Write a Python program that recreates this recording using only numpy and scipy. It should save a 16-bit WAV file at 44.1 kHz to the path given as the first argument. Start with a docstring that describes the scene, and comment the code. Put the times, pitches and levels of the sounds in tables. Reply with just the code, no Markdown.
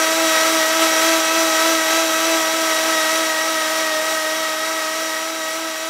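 """At a workbench, a hand-held extrusion welding gun pushes out melted rod.
Its drill motor spins about 320 times a second and slows a little once per turn of the feed screw.
The shaft, fan and gears whine, the gearbox rattles, cooling air rushes and the bench rumbles below.
The whole machine slowly grows quieter, with short swells along the way."""
import sys
import numpy as np
from scipy import signal
from scipy.fft import rfft, irfft, next_fast_len
from scipy.io import wavfile

SR = 44100
rng = np.random.default_rng(int(sys.argv[2]) if len(sys.argv) > 2 else 0)


def wav_out(sig):
    """Save sig, one row per channel (or a flat mono array), as 16-bit PCM at SR to the path in sys.argv[1]."""
    wavfile.write(sys.argv[1], SR, np.round(np.clip(np.atleast_2d(sig).T, -1, 1) * 32767).astype(np.int16))


N = 259749

# Motor speeds at which the strong tones' levels are given: turns_per_s
MOTOR_SPEEDS = (313, 316, 318, 320, 322, 324, 326)
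# Strong tones (off-balance shaft, hum, two upper tones, fan): cycles_per_turn, level_db at each speed
STRONG_TONES = [(1, -33, -32.5, -34.5, -31.5, -30, -26.5, -25.5),
                (2, -20, -24.5, -25.5, -24, -25, -25.5, -22.5),
                (4, -29.5, -27.5, -26.5, -28, -27, -26, -28.5),
                (6, -23.5, -26.5, -23.5, -28.5, -29.5, -38, -32),
                (18, -38, -35, -35, -30.5, -31.5, -35, -29.5)]
# How the same five tones waver: flutter_depth, flutter_hz, screw_throb_db, lag_s
TONE_WAVER = [(0.09, 21, 0, 0.0294), (0.089, 28, 0.3, 0.026), (0.34, 30, -0.24, 0.011),
              (0.25, 39, 0.2, 0.0027), (0.31, 40, -0.5, .002)]

def motor_hum(turns, speed, screw_swing):
    """The strong tones swell and fade as the changing speed slides them through the gun's resonances."""
    t, hum = np.arange(N) / SR, 0
    for (per_turn, *levels_db), (flutter, flutter_hz, throb_db, lag_s) in zip(STRONG_TONES, TONE_WAVER):
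        level_db = np.interp(speed, MOTOR_SPEEDS, levels_db) + throb_db * screw_swing
        delayed_db = np.interp(t - lag_s, t, level_db)
        hum += from_db(delayed_db) * shaft_tone(turns, per_turn, flutter, flutter_hz)
    return hum


# The motor's cruising speed, which drops when the melt pushes back: time_s, turns_per_s
CRUISING_SPEED = [(0.0, 323.6), (0.5, 321.1), (1.3, 324.1), (1.6, 322.8), (2.4, 324.1), (2.5, 321.6),
                  (2.7, 322.1), (2.99, 319.0), (3.19, 319.9), (3.69, 318.2), (3.99, 315.1), (4.09, 317.2),
                  (4.49, 316.6), (4.59, 318.4), (5.09, 319.2), (5.19, 322.0), (5.39, 320.3), (5.89, 322.4)]

def motor_motion(gear_ratio=96.4, easiest_s=0.2, swing_hz=2.81, light_load_hz=323.5, heavy_load_hz=319):
    """Give the speed in turns a second, the screw's swing (-1 to 1) and the load (0 light, 1 heavy)."""
    cruise, = curves_in_time(CRUISING_SPEED)
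    screw_turns = np.cumsum(cruise) / SR / gear_ratio
    # The motor runs fastest at the one angle where the screw turns most easily.
    screw_swing = np.cos(2 * np.pi * (screw_turns - screw_turns[int(easiest_s * SR)]))
    load = np.clip((light_load_hz - cruise) / (light_load_hz - heavy_load_hz), 0, 1)
    tremble = 1 + 0.000907 * drift(rate_hz=22)  # from slack in the gears
    return (cruise + swing_hz * screw_swing) * tremble, screw_swing, load


# The rotor's weaker tones: cycles_per_turn, light_load_db, heavy_load_db
ROTOR_TONES = [(3, -33.5, -34), (5, -42, -37.5), (7, -39.5, -38.5), (8, -36, -45), (9, -47.5, -45.5),
               (10, -40, -42), (12, -35, -35.5), (14, -42.5, -41.5), (15, -51, -51), (20, -39, -56),
               (22, -40.5, -41.5), (23, -41, -52), (24, -42.5, -44), (26, -44.5, -45), (27, -53, -45),
               (30, -46.5, -44.5), (31, -70, -64), (34, -52, -51), (36, -46, -50), (37, -59, -54),
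               (39, -49, -58), (41, -46, -59), (42, -50, -57), (43, -56, -55), (44, -57, -49),
               (47, -58, -61)]

def rotor_whine(turns, load):
    """The spinning rotor sings at whole multiples of its speed; higher tones are shakier."""
    return sum(from_db(light_db + load * (heavy_db - light_db))
               * shaft_tone(turns, per_turn, flutter=0.2 + 0.011 * per_turn, flutter_hz=10.6)
               for per_turn, light_db, heavy_db in ROTOR_TONES)


# Tones between the rotor's whole multiples: cycles_per_turn, light_load_db, heavy_load_db
IN_BETWEEN_TONES = [(0.8, -54, -52.5), (1.31, -49.5, -49), (1.62, -47.5, -48.5), (3.58, -39.5, -41),
                    (3.68, -63, -42), (4.09, -37.5, -33.5), (4.78, -37, -45.5), (4.91, -37, -38),
                    (5.86, -38, -38), (6.41, -43.5, -41), (8.18, -52, -47), (12.27, -42.5, -54),
                    (16.36, -58, -41.5)]

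def in_between_whine(turns, load):
    """Gear whine and a faint mains-power tone sound in between the rotor's tones."""
    return sum(from_db(light_db + load * (heavy_db - light_db))
               * shaft_tone(turns, per_turn, flutter=0.34, flutter_hz=7.4)
               for per_turn, light_db, heavy_db in IN_BETWEEN_TONES)


# How the noise pulses within one motor turn: pulses_per_turn, depth
ROTOR_PULSES = [(1, 0.11), (2, 0.098), (4, 0.14), (5, 0.21)]
# How strong the noise is from low to high: pitch_hz, level_db
NOISE_SHAPE = [(30, -41), (70, -37), (120, -21.5), (200, -11.5), (320, -9.5), (520, -0.5), (1000, 0),
               (2200, 0.9), (4500, -2.5), (6200, -3.5), (9000, -9), (12500, -11.5), (15400, -15.5)]
# Fixed pitches at which the noise rings, from gun, bench and room: pitch_hz, width_hz, level_db
RINGING_PITCHES = [(824, 16.5, 4), (1598, 37, -6.5), (2150, 140, -12.5), (2646, 20, -11), (2880, 40, -11),
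                   (3345, 100, -3), (3920, 63, -1.5), (5350, 140, -1), (5680, 60, 0), (6060, 190, -4.5),
                   (6930, 200, -15), (7750, 170, -5), (9720, 170, -12), (11500, 250, -18)]

def machine_noise(turns, grain_db, grain_hz, wheel_per_turn=3 / 22, wheel_depth=0.048):
    """Uneven noise, chopped by the rotor and the first gear wheel, rings at fixed pitches."""
    rotor_chop = 1 + sum(depth * np.cos(2 * np.pi * (per_turn * turns + rng.random()))
                         for per_turn, depth in ROTOR_PULSES)
    wheel_chop = 1 + wheel_depth * np.cos(2 * np.pi * wheel_per_turn * turns)
    chopped = rng.standard_normal(N) * rotor_chop * wheel_chop
    grainy = chopped * from_db(grain_db * drift(grain_hz))
    noise = shape_noise(unit_level(grainy), NOISE_SHAPE)
    return noise + sum(from_db(db) * resonance(noise, hz, width) for hz, width, db in RINGING_PITCHES)


def gearbox_rattle(turns, below_hz):
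    """The gearbox makes the lower and middle part of the machine's noise."""
    keep_lows = signal.butter(2, below_hz, "low", fs=SR, output="sos")
    return signal.sosfilt(keep_lows, machine_noise(turns, grain_db=0.4, grain_hz=70.4))


def cooling_air(turns, above_hz):
    """Rushing air makes the high, hissing part of the machine's noise."""
    keep_highs = signal.butter(2, above_hz, "high", fs=SR, output="sos")
    return signal.sosfilt(keep_highs, machine_noise(turns, grain_db=0.35, grain_hz=90))


# How strong the bench's rumble is from low to high: pitch_hz, level_db
RUMBLE_SHAPE = [(25, -52), (70, -46), (150, -55), (400, -70)]

def bench_rumble(lumps_db=4, lumps_hz=12):
    """The bench under the gun gives a low, lumpy rumble."""
    lumpy = rng.standard_normal(N) * from_db(lumps_db * drift(lumps_hz))
    return shape_noise(lumpy, RUMBLE_SHAPE)


# The slow fall in loudness: time_s, level_db
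SLOW_FADE = [(0, 0.3), (1.2, -0.15), (2.1, -1.3), (2.5, -1.8), (2.7, -0.2), (3.05, -0.5), (3.6, -3),
             (4.3, -4.1), (5, -5), (5.35, -7), (5.89, -7.5)]
# Short swells of the whole sound: peak_s, length_s, boost_db
SWELLS = [(0.426, 0.38, 1.6), (0.827, 0.069, 2.5), (1.052, 0.24, 2.3), (1.38, .1, 1.5), (1.636, 0.21, 2.4),
          (1.948, 0.16, 1.8), (2.306, 0.19, 1.5), (3.777, 0.22, 1.4), (4.11, .08, 1.4), (4.66, 0.053, 1.2),
          (5.514, 0.14, 1.4)]

def loudness(waver_db=0.26, waver_hz=6):
    """The whole sound slowly gets quieter, swells briefly and wavers a little."""
    t = np.arange(N) / SR
    fade_db, = curves_in_time(SLOW_FADE)
    swells_db = sum(db * np.exp(-(2 * (t - peak_s) / length_s) ** 2) for peak_s, length_s, db in SWELLS)
    return from_db(fade_db + swells_db + waver_db * drift(waver_hz))


def shaft_tone(turns, per_turn, flutter, flutter_hz):
    """One tone that follows the shaft's turning; flutter shakes its strength and timing."""
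    shake = 1 + flutter * (drift(flutter_hz) + 1j * drift(flutter_hz))
    steady = np.exp(2j * np.pi * (per_turn * turns + rng.random()))
    return unit_level(np.real(shake * steady))


def resonance(x, pitch_hz, width_hz):
    """Let through a narrow band around one pitch, so that it rings."""
    r = np.exp(-np.pi * width_hz / SR)
    feedback = [1, -2 * r * np.cos(2 * np.pi * pitch_hz / SR), r * r]
    return signal.lfilter(np.array([1, 0, -1]) * (1 - r * r) / 2, feedback, x)


def shape_noise(x, shape):
    """Turn each pitch in x up or down along a curve of (pitch_hz, level_db) points."""
    size = next_fast_len(N)
    pitch_hz, level_db = np.transpose(shape)
    bins_hz = np.maximum(np.fft.rfftfreq(size, 1 / SR), 1)
    gain = from_db(np.interp(np.log(bins_hz), np.log(pitch_hz), level_db))
    return irfft(rfft(x, size) * gain, size)[:N]


def drift(rate_hz, step=40):
    """A smooth random wander, about 1 in size, that changes about rate_hz times a second."""
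    r = np.exp(-2 * np.pi * step * rate_hz / SR)
    noise = rng.standard_normal(N // step + 2002)
    slow = signal.lfilter([1], [1, -2 * r, r * r], noise)[2000:]  # skip while the filter settles
    return np.interp(np.arange(N) / step, np.arange(len(slow)), unit_level(slow))


def curves_in_time(rows):
    """Join a table's points with straight lines, giving a value at every sample."""
    time_s, *columns = np.transpose(rows)
    return [np.interp(np.arange(N) / SR, time_s, column) for column in columns]


def unit_level(x):
    """Scale x so its average strength (rms) is 1."""
    return x / np.sqrt(np.mean(x ** 2) + 1e-20)


def from_db(db):
    """Turn decibels into a number to multiply by."""
    return 10 ** (np.asarray(db) / 20)


def scene(split_hz=7000):
    """Mix the tones and noises under one shared loudness, the same in both channels."""
    speed, screw_swing, load = motor_motion()
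    turns = np.cumsum(speed) / SR
    hum = motor_hum(turns, speed, screw_swing)
    whine = from_db(0.97) * rotor_whine(turns, load) + from_db(2.2) * in_between_whine(turns, load)
    rattle = from_db(-16.5) * gearbox_rattle(turns, below_hz=split_hz)
    air = from_db(-16) * cooling_air(turns, above_hz=split_hz)
    mix = loudness() * (hum + whine + rattle + air + bench_rumble())
    return np.array([mix] * 2)


def record(dry):
    """Cut away the very highest hiss, above 15650 Hz."""
    return signal.sosfilt(signal.ellip(12, 0.1, 80, 15650, fs=SR, output="sos"), dry)


dry = scene()
out = record(dry)
wav_out(out)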